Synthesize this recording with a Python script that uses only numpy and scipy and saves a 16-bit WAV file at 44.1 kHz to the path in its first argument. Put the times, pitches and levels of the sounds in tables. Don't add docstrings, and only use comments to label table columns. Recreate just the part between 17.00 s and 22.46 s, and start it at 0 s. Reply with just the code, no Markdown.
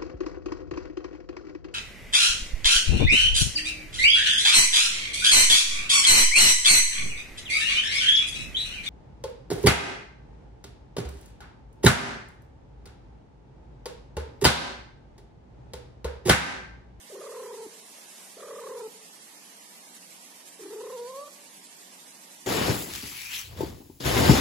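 import sys
import numpy as np
from scipy import signal
from scipy.fft import rfft, irfft, next_fast_len
from scipy.io import wavfile
from scipy.ndimage import uniform_filter1d

SR = 44100
rng = np.random.default_rng(int(sys.argv[2]) if len(sys.argv) > 2 else 0)


def transcribe(u):
    v = np.clip(np.atleast_2d(u).T, -1, 1)
    q = np.round(v * 32767).astype(np.int16)
    wavfile.write(sys.argv[1], SR, q)


def decibels_to_gain(level_db):
    exponent = np.asarray(level_db, float) / 20
    return 10 ** exponent


N = 240830
TIME = np.arange(N) / SR
SIZE = next_fast_len(N)
HZ = np.fft.rfftfreq(SIZE, 1 / SR)


def read(table, hz):
    f, v = np.transpose(table)
    return np.interp(np.log(np.maximum(hz, 1)), np.log(f), v)


def walk(rate):
    k = int(SR / rate)
    held = np.repeat(rng.standard_normal(N // k + 1), k)
    return 1.087 * uniform_filter1d(uniform_filter1d(held, k), k)[:N]


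def eased(s, values):
    place = np.interp(TIME, s, np.arange(len(s)))
    whole = np.floor(place)
    part = (1 - np.cos(np.pi * (place - whole))) / 2
    return np.interp(whole + part, np.arange(len(s)), values)


def bumps(events, width_s):
    return sum(size * np.exp(-((TIME - s) / width_s) ** 2) for s, size in events)


def coloured_noise(table, channels):
    return irfft(rfft(rng.standard_normal((channels, SIZE))) * decibels_to_gain(read(table, HZ)))[:, :N]


# frequency in Hz, level in dB per Hz.
AIR_COLOUR = [(24, -42), (40, -29), (124, -15), (187, -0.5), (271, -3), (298, -2.5), (337, -4.5),
              (410, -6.5), (476, -6), (945, -5), (1400, -13), (1790, -6.5), (10200, -9), (13000, -13.5),
              (14000, -96)]
# frequency in Hz, side minus mid in dB.
AIR_WIDTH = [(60, -8), (110, -12), (200, -7), (370, -6), (670, -3), (1220, 2.5), (2240, -2), (4090, -1),
             (7470, 2.5), (13600, 6)]
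# frequency in Hz, left minus right in dB.
AIR_BALANCE = [(60, 4), (110, -1), (200, 0.5), (370, -2.5), (670, 0.5), (1220, -2), (2240, -2.5),
               (4090, -5.5), (7470, -7.5), (13600, -2)]


def air():
    mid, side = rfft(rng.standard_normal((2, SIZE))) * decibels_to_gain(read(AIR_COLOUR, HZ))
    side = side * decibels_to_gain(read(AIR_WIDTH, HZ))
    pan = decibels_to_gain(read(AIR_BALANCE, HZ) / 2)
    pair = np.array([(mid + side) * pan, (mid - side) / pan])
    pair = pair * decibels_to_gain(-51.24) / np.std(irfft(mid))
    quick = walk(40)
    flicker_db = 1.5 * (quick - uniform_filter1d(quick, size=SR // 9))
    swell = decibels_to_gain(0.04 * walk(4.24) + flicker_db)
    treble = np.clip(np.log2(np.maximum(HZ, 1) / 800) / 3, 0, 1)
    steady_part = irfft(pair * (1 - treble))[:, :N]
    treble_part = irfft(pair * treble)[:, :N] * swell
    hum_hz = 183 * (1 + 0.011 * walk(17))
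    hum = decibels_to_gain(-72.5 + 0.8 * walk(6.4)) * np.sin(2 * np.pi * np.cumsum(hum_hz) / SR)
    return hum + steady_part + treble_part


# frequency in Hz, level in dB.
RASP_COLOUR = [(600, -52), (1100, -9.5), (1500, -19), (2000, -17.5), (3000, -75)]


def rasp(rough, tone_db, octave_db):
    noise = coloured_noise(RASP_COLOUR, 1)[0]
    return rough * decibels_to_gain(0.44 * tone_db + 0.3 * octave_db - 21.5) * noise / np.std(noise)


# opening in seconds, closing in seconds, level in dB.
NOSE_OPENINGS = [
    (.24, .5, -60),
    (3.955, 4.22, -55.5),
]


def nose(phase, hz):
    nose_hz, width_hz = 4500, 280
    attack_s, sag_db_s, release_s = .015, -12, .06
    level = 0
    for opens, closes, db in NOSE_OPENINGS:
        opening = np.clip((TIME - opens) / attack_s, 0, 1)
        closing = np.clip(1 - (TIME - closes) / release_s, 0, 1)
        level = level + opening * closing * decibels_to_gain(db + sag_db_s * np.maximum(TIME - opens, 0))
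    level = level * decibels_to_gain(2.6 * walk(60))
    return sum(level * np.sin(k * phase) / (1 + ((k * hz - nose_hz) / width_hz) ** 2) for k in range(7, 11))


# crest in seconds, crest pitch in Hz,
# fall from crest to trough in seconds, trough pitch in Hz, accent in dB.
FIRST_FLUTTER = [(0.161, 553, 0.012, 379.7, 6.5), (0.185, 505.7, 0.014, 358.7, -3),
                 (0.217, 621, 0.015, 422.7, 2.5), (0.245, 543.3, 0.012, 434, 3.5),
                 (0.268, 586.6, 0.018, 404, 3), (0.299, 502, 0.0094, 425.7, -2),
                 (0.326, 602, 0.011, 397, -2), (0.35, 535.6, 0.0089, 447, 0.5),
                 (0.375, 505.7, 0.017, 433.6, 0.5), (0.403, 522.6, 0.021, 414.3, -1.5),
                 (0.433, 527.6, 0.016, 394.3, -0.5), (0.465, 499, 0.014, 412.4, 0.5),
                 (0.487, 482.6, 0.018, 453, 0), (0.517, 504.7, 0.017, 390.6, 1.7),
                 (0.546, 476, 0.014, 384, 3), (0.582, 457, 0.013, 427, 1), (0.608, 471, 0.013, 421.5, 2.5),
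                 (0.634, 459, 0.018, 435.3, 2)]
SECOND_FLUTTER = [(1.387, 682, 0.0067, 399, -1), (1.406, 662, 0.014, 377, 0),
                  (1.436, 613, 0.0056, 450, 2.6), (1.459, 593, 0.011, 389, -7),
                  (1.485, 612.5, 0.016, 434.4, -2), (1.514, 569, 0.013, 433, 1),
                  (1.539, 559, 0.0054, 442.7, -1), (1.566, 581, 0.0055, 444.3, -0.5),
                  (1.594, 596, 0.014, 441.4, -1), (1.621, 489, 0.011, 429.5, -3),
                  (1.645, 535, 0.012, 418, -1), (1.675, 564.6, 0.0088, 401.4, 1.5),
                  (1.703, 513.7, 0.0085, 439, -3.5), (1.726, 524, 0.02, 433.4, 0),
                  (1.755, 528, 0.01, 458, -5), (1.777, 482.4, 0.013, 403.4, -1.5),
                  (1.806, 482, 0.024, 415.4, -0.7)]
THIRD_FLUTTER = [(3.608, 447, 0.0095, 322, -9), (3.633, 399.5, 0.016, 294, -5), (3.661, 416, 0.013, 304, 0),
                 (3.683, 388, 0.011, 296.5, -10), (3.71, 434, 0.0059, 408, -1),
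                 (3.733, 461.4, 0.022, 360, 3), (3.764, 435, 0.013, 420, -2), (3.79, 444, 0.0074, 409, 1),
                 (3.816, 486, 0.0095, 380, 8), (3.843, 499, 0.018, 415, 1), (3.872, 508, 0.017, 413, 3.5),
                 (3.902, 523, 0.017, 446, 5)]
# time in seconds, pitch in Hz.
PITCH_SLIDES = [
    [(.097, 430), (.114, 637), (.132, 395), (.146, 372.5), (.659, 430), (.669, 293)],
    [(1.367, 400.4), (1.838, 452), (1.876, 434)],
    [(3.592, 426.5), (3.93, 507), (3.953, 514), (3.972, 458), (4.0, 485), (4.06, 476), (4.075, 506),
     (4.2, 567), (4.286, 586)],
]
# time in seconds, tone in dB, octave partial in dB.
BREATH = [
    [(.097, -51, -70), (.114, -47.5, -70), (.144, -47, -64), (.2, -40.5, -56), (.235, -42, -52.5),
     (.41, -39, -45), (.56, -41, -51), (.652, -40.5, -53), (.669, -42, -62)],
    [(1.367, -46, -64.5), (1.46, -39.5, -46), (1.6, -42, -45), (1.76, -36.5, -43.5), (1.79, -36, -43),
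     (1.822, -35.5, -46.5), (1.845, -37.5, -53.5), (1.874, -38, -44)],
    [(3.592, -41, -61), (3.69, -41.5, -54.5), (3.769, -39.5, -56), (3.9, -41, -51), (3.945, -39, -52),
     (4.005, -36.5, -54), (4.13, -47.5, -50.5), (4.18, -40, -48), (4.286, -47, -51)],
]
# time in seconds, slip in Hz.
PITCH_SLIPS = [(4.018, -6), (4.033, 9), (4.108, 9), (4.128, -20), (4.16, -12), (4.24, 10)]
# time in seconds, change in dB.
TONE_NUDGES = [(.56, -10), (1.471, -4.5), (1.793, -10), (1.83, -5), (3.983, -9.5), (4.082, 2.5),
               (4.121, -6.5), (4.207, -9), (4.25, -14), (4.264, -8)]
# multiple of the pitch, dB relative to the octave when steady.
UPPER_PARTIALS = [(3, -12), (4, -11)]


def yowl(flutter, slide, effort):
    crest_s, crest_hz, fall_s, trough_hz, accent_db = np.transpose(flutter)
    glide_s, glide_hz = np.transpose(slide)
    effort_s, tone_effort_db, octave_effort_db = np.transpose(effort)
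    turn_s = np.r_[glide_s, crest_s, crest_s + fall_s]
    order = np.argsort(turn_s)
    turn_s = turn_s[order]

    hz = eased(turn_s, np.r_[glide_hz, 1.03 * crest_hz, .99 * trough_hz][order])
    straight = uniform_filter1d(np.interp(TIME, glide_s, glide_hz), size=SR // 150)
    steady_from_s = glide_s[glide_s > crest_s[-1]][0]
    hz = np.where(TIME > steady_from_s, straight, hz)
    hz = hz + bumps(PITCH_SLIPS, .008)

    depth = np.maximum(np.log2(crest_hz / trough_hz), .01) ** 1.16
    slack = eased(turn_s, np.r_[0 * glide_s, 0 * depth, depth][order])
    rough = np.clip(4.06 * uniform_filter1d(slack, size=SR // 20), 0, 1)
    tremor = (0.003 + 0.009 * rough) * walk(160) + .004 * (1 - rough) * walk(40)
    phase = 2 * np.pi * np.cumsum(hz * (1 + tremor)) / SR

    shut = np.minimum(4 * depth, 1)
    choke_db = -18 * eased(turn_s - 0.0012, np.r_[0 * glide_s, 0 * shut, shut][order]) ** 1.6

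    throat_hz, throat_width_hz = 428, 134
    throat_db = -10 * np.log10(1 + ((hz - throat_hz) / throat_width_hz) ** 2)
    throat_db = throat_db - uniform_filter1d(throat_db, size=SR // 12)
    tone_db = np.interp(TIME, effort_s, tone_effort_db) + np.interp(TIME, crest_s, 0.39 * accent_db)
    tone_db = tone_db + 2.5 + throat_db - 12 * slack ** 1.72 + 1.16 * walk(90)
    tone_db = tone_db + bumps(TONE_NUDGES, 0.0067)
    octave_db = np.interp(TIME, effort_s, octave_effort_db) + np.interp(TIME, crest_s, accent_db)
    octave_db = octave_db + 3.5 + 2.2 * rough + choke_db - 6 * slack + 1.1 * walk(70)

    sound = decibels_to_gain(tone_db) * np.sin(phase) + decibels_to_gain(octave_db) * np.sin(2 * phase - .4)
    lips_hz, lips_db_octave = 1360, -28
    for multiple, db in UPPER_PARTIALS:
        octaves_over = np.maximum(np.log2(multiple * hz / lips_hz), 0)
        muffle_db = (3 - 0.55 * rough) * lips_db_octave * octaves_over
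        sound = sound + decibels_to_gain(octave_db + db + 6.2 * rough + muffle_db) * np.sin(multiple * phase)
    sound = sound + rasp(rough, tone_db, octave_db) + nose(phase, hz)
    fade_in = np.clip((TIME - glide_s[0]) / 0.0033, 0, 1)
    fade_out = np.clip((glide_s[-1] - TIME) / 0.0052, 0, 1)
    return sound * fade_in * fade_out


# delay in seconds, left level in dB, right level in dB.
NEAR_BOUNCES = [
    (.00055, -9, -40),
    (.0031, -30, -20),
    (.0074, -20, -40),
]
# delay in seconds, left level in dB, right level in dB.
FAR_SLAPS = [(.013, -24, -15), (.025, -11, -13), (.07, -25, -23), (.098, -19, -21), (.125, -22, -24),
             (.17, -20, -21)]
# frequency in Hz, level in dB.
TAIL_COLOUR = [(500, 1), (800, 0), (1200, -4), (4000, -6)]


def room(x):
    age = np.arange(SR) / SR
    early = decibels_to_gain(-60 * age / .08)
    late = decibels_to_gain(-11 - 60 * age / 0.8)
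    shared, own = rng.standard_normal(SR), rng.standard_normal((2, SR))
    tail = (shared + own) * (early + late) * np.clip((age - .008) / 0.011, 0, 1)
    tail = tail * decibels_to_gain(-18) / np.sqrt(np.sum(tail ** 2, axis=1, keepdims=True))
    tail = irfft(rfft(tail) * decibels_to_gain(read(TAIL_COLOUR, np.fft.rfftfreq(SR, 1 / SR))))
    pan_db = -0.8
    out = x * decibels_to_gain(np.array([[pan_db], [-pan_db]]) / 2)
    dull = signal.sosfilt(signal.butter(2, 800, fs=SR, output="sos"), x)
    for echoes, sound in ((NEAR_BOUNCES, x), (FAR_SLAPS, dull)):
        for delay_s, *db in echoes:
            out = out + decibels_to_gain(np.array(db))[:, None] * np.interp(TIME - delay_s, TIME, sound)
    return out + signal.fftconvolve(x[None], tail, axes=1)[:, :N]


# frequency in Hz, level in dB per Hz.
CLOTH_COLOUR = [(150, -23), (400, -2.5), (1500, -6.5), (4000, -7), (10000, -1), (12800, -7), (13300, -50)]


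def rustle():
    starts_s, swell_s, stops_s, release_s = 0.17, 1, 1.27, 0.084
    cloth = coloured_noise(CLOTH_COLOUR, 2)
    swell = np.clip((TIME - starts_s) / swell_s, 0, 1)
    stop = np.clip(1 - (TIME - stops_s) / release_s, 0, 1)
    blend = (cloth + 0.5 * cloth[::-1]) / np.std(cloth)
    return blend * swell * stop * decibels_to_gain(-52.5 + 2.2 * walk(24.1))


# start in seconds, peak in dB, pitch in Hz, time to fall 60 dB in seconds.
MOUTH_CLICKS = [
    (0.663, -39.5, 260, 0.045),
    (0.985, -30.5, 658, 0.0064),
    (1.408, -40, 3440, 0.01),
    (1.875, -43, 270.8, 0.052),
    (4.281, -43, 1460, 0.012),
]


def clicks():
    out = 0
    for s, db, hz, t60 in MOUTH_CLICKS:
        age = np.maximum(TIME - s, 0)
        swell = np.minimum(age * hz, 1)
        out = out + decibels_to_gain(db - 60 * age / t60) * swell * np.sin(2 * np.pi * hz * age)
    return out


def scene():
    flutters = FIRST_FLUTTER, SECOND_FLUTTER, THIRD_FLUTTER
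    cat = sum(yowl(*call) for call in zip(flutters, PITCH_SLIDES, BREATH)) + clicks()
    left, right = room(cat) + air() + rustle()
    return np.array([np.roll(left, 1), right])


def thin_out(x, cut_db, band_count=8, frame_count=2):
    turn = np.array([[1, 0.9], [1, -1.003]]) / np.sqrt(2)
    hz, _, cells = signal.stft(turn @ x, SR, window="cosine", nperseg=2048)
    power = np.abs(cells) ** 2 + 1e-30
    usual = uniform_filter1d(np.median(power, axis=2, keepdims=True), size=15, axis=1)
    chance = rng.standard_normal((2, len(hz) // band_count + 1, cells.shape[2]))
    patch = np.repeat(chance, band_count, axis=1)[:, :len(hz)]
    patch = uniform_filter1d(patch, size=frame_count, axis=2)
    threshold = usual * decibels_to_gain(2 * (read(cut_db, hz)[:, None] + 10.3 * patch))
    gain = np.sqrt(np.maximum(1 - (threshold / power) ** 1.8, .004))
    return turn @ signal.istft(cells * gain, SR, window="cosine", nperseg=2048)[1][:, :N]


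def top_cut(x):
    return signal.sosfilt(signal.butter(12, 13550, fs=SR, output="sos"), x)


def record(dry):
    x = signal.sosfilt(signal.butter(2, 90, "high", fs=SR, output="sos"), dry)
    x = thin_out(x, [(700, -14), (1500, -4.5), (4000, -0.5), (7000, -4.5), (12500, 2.0)])
    return top_cut(x)


dry = scene()
out = record(dry)
transcribe(out)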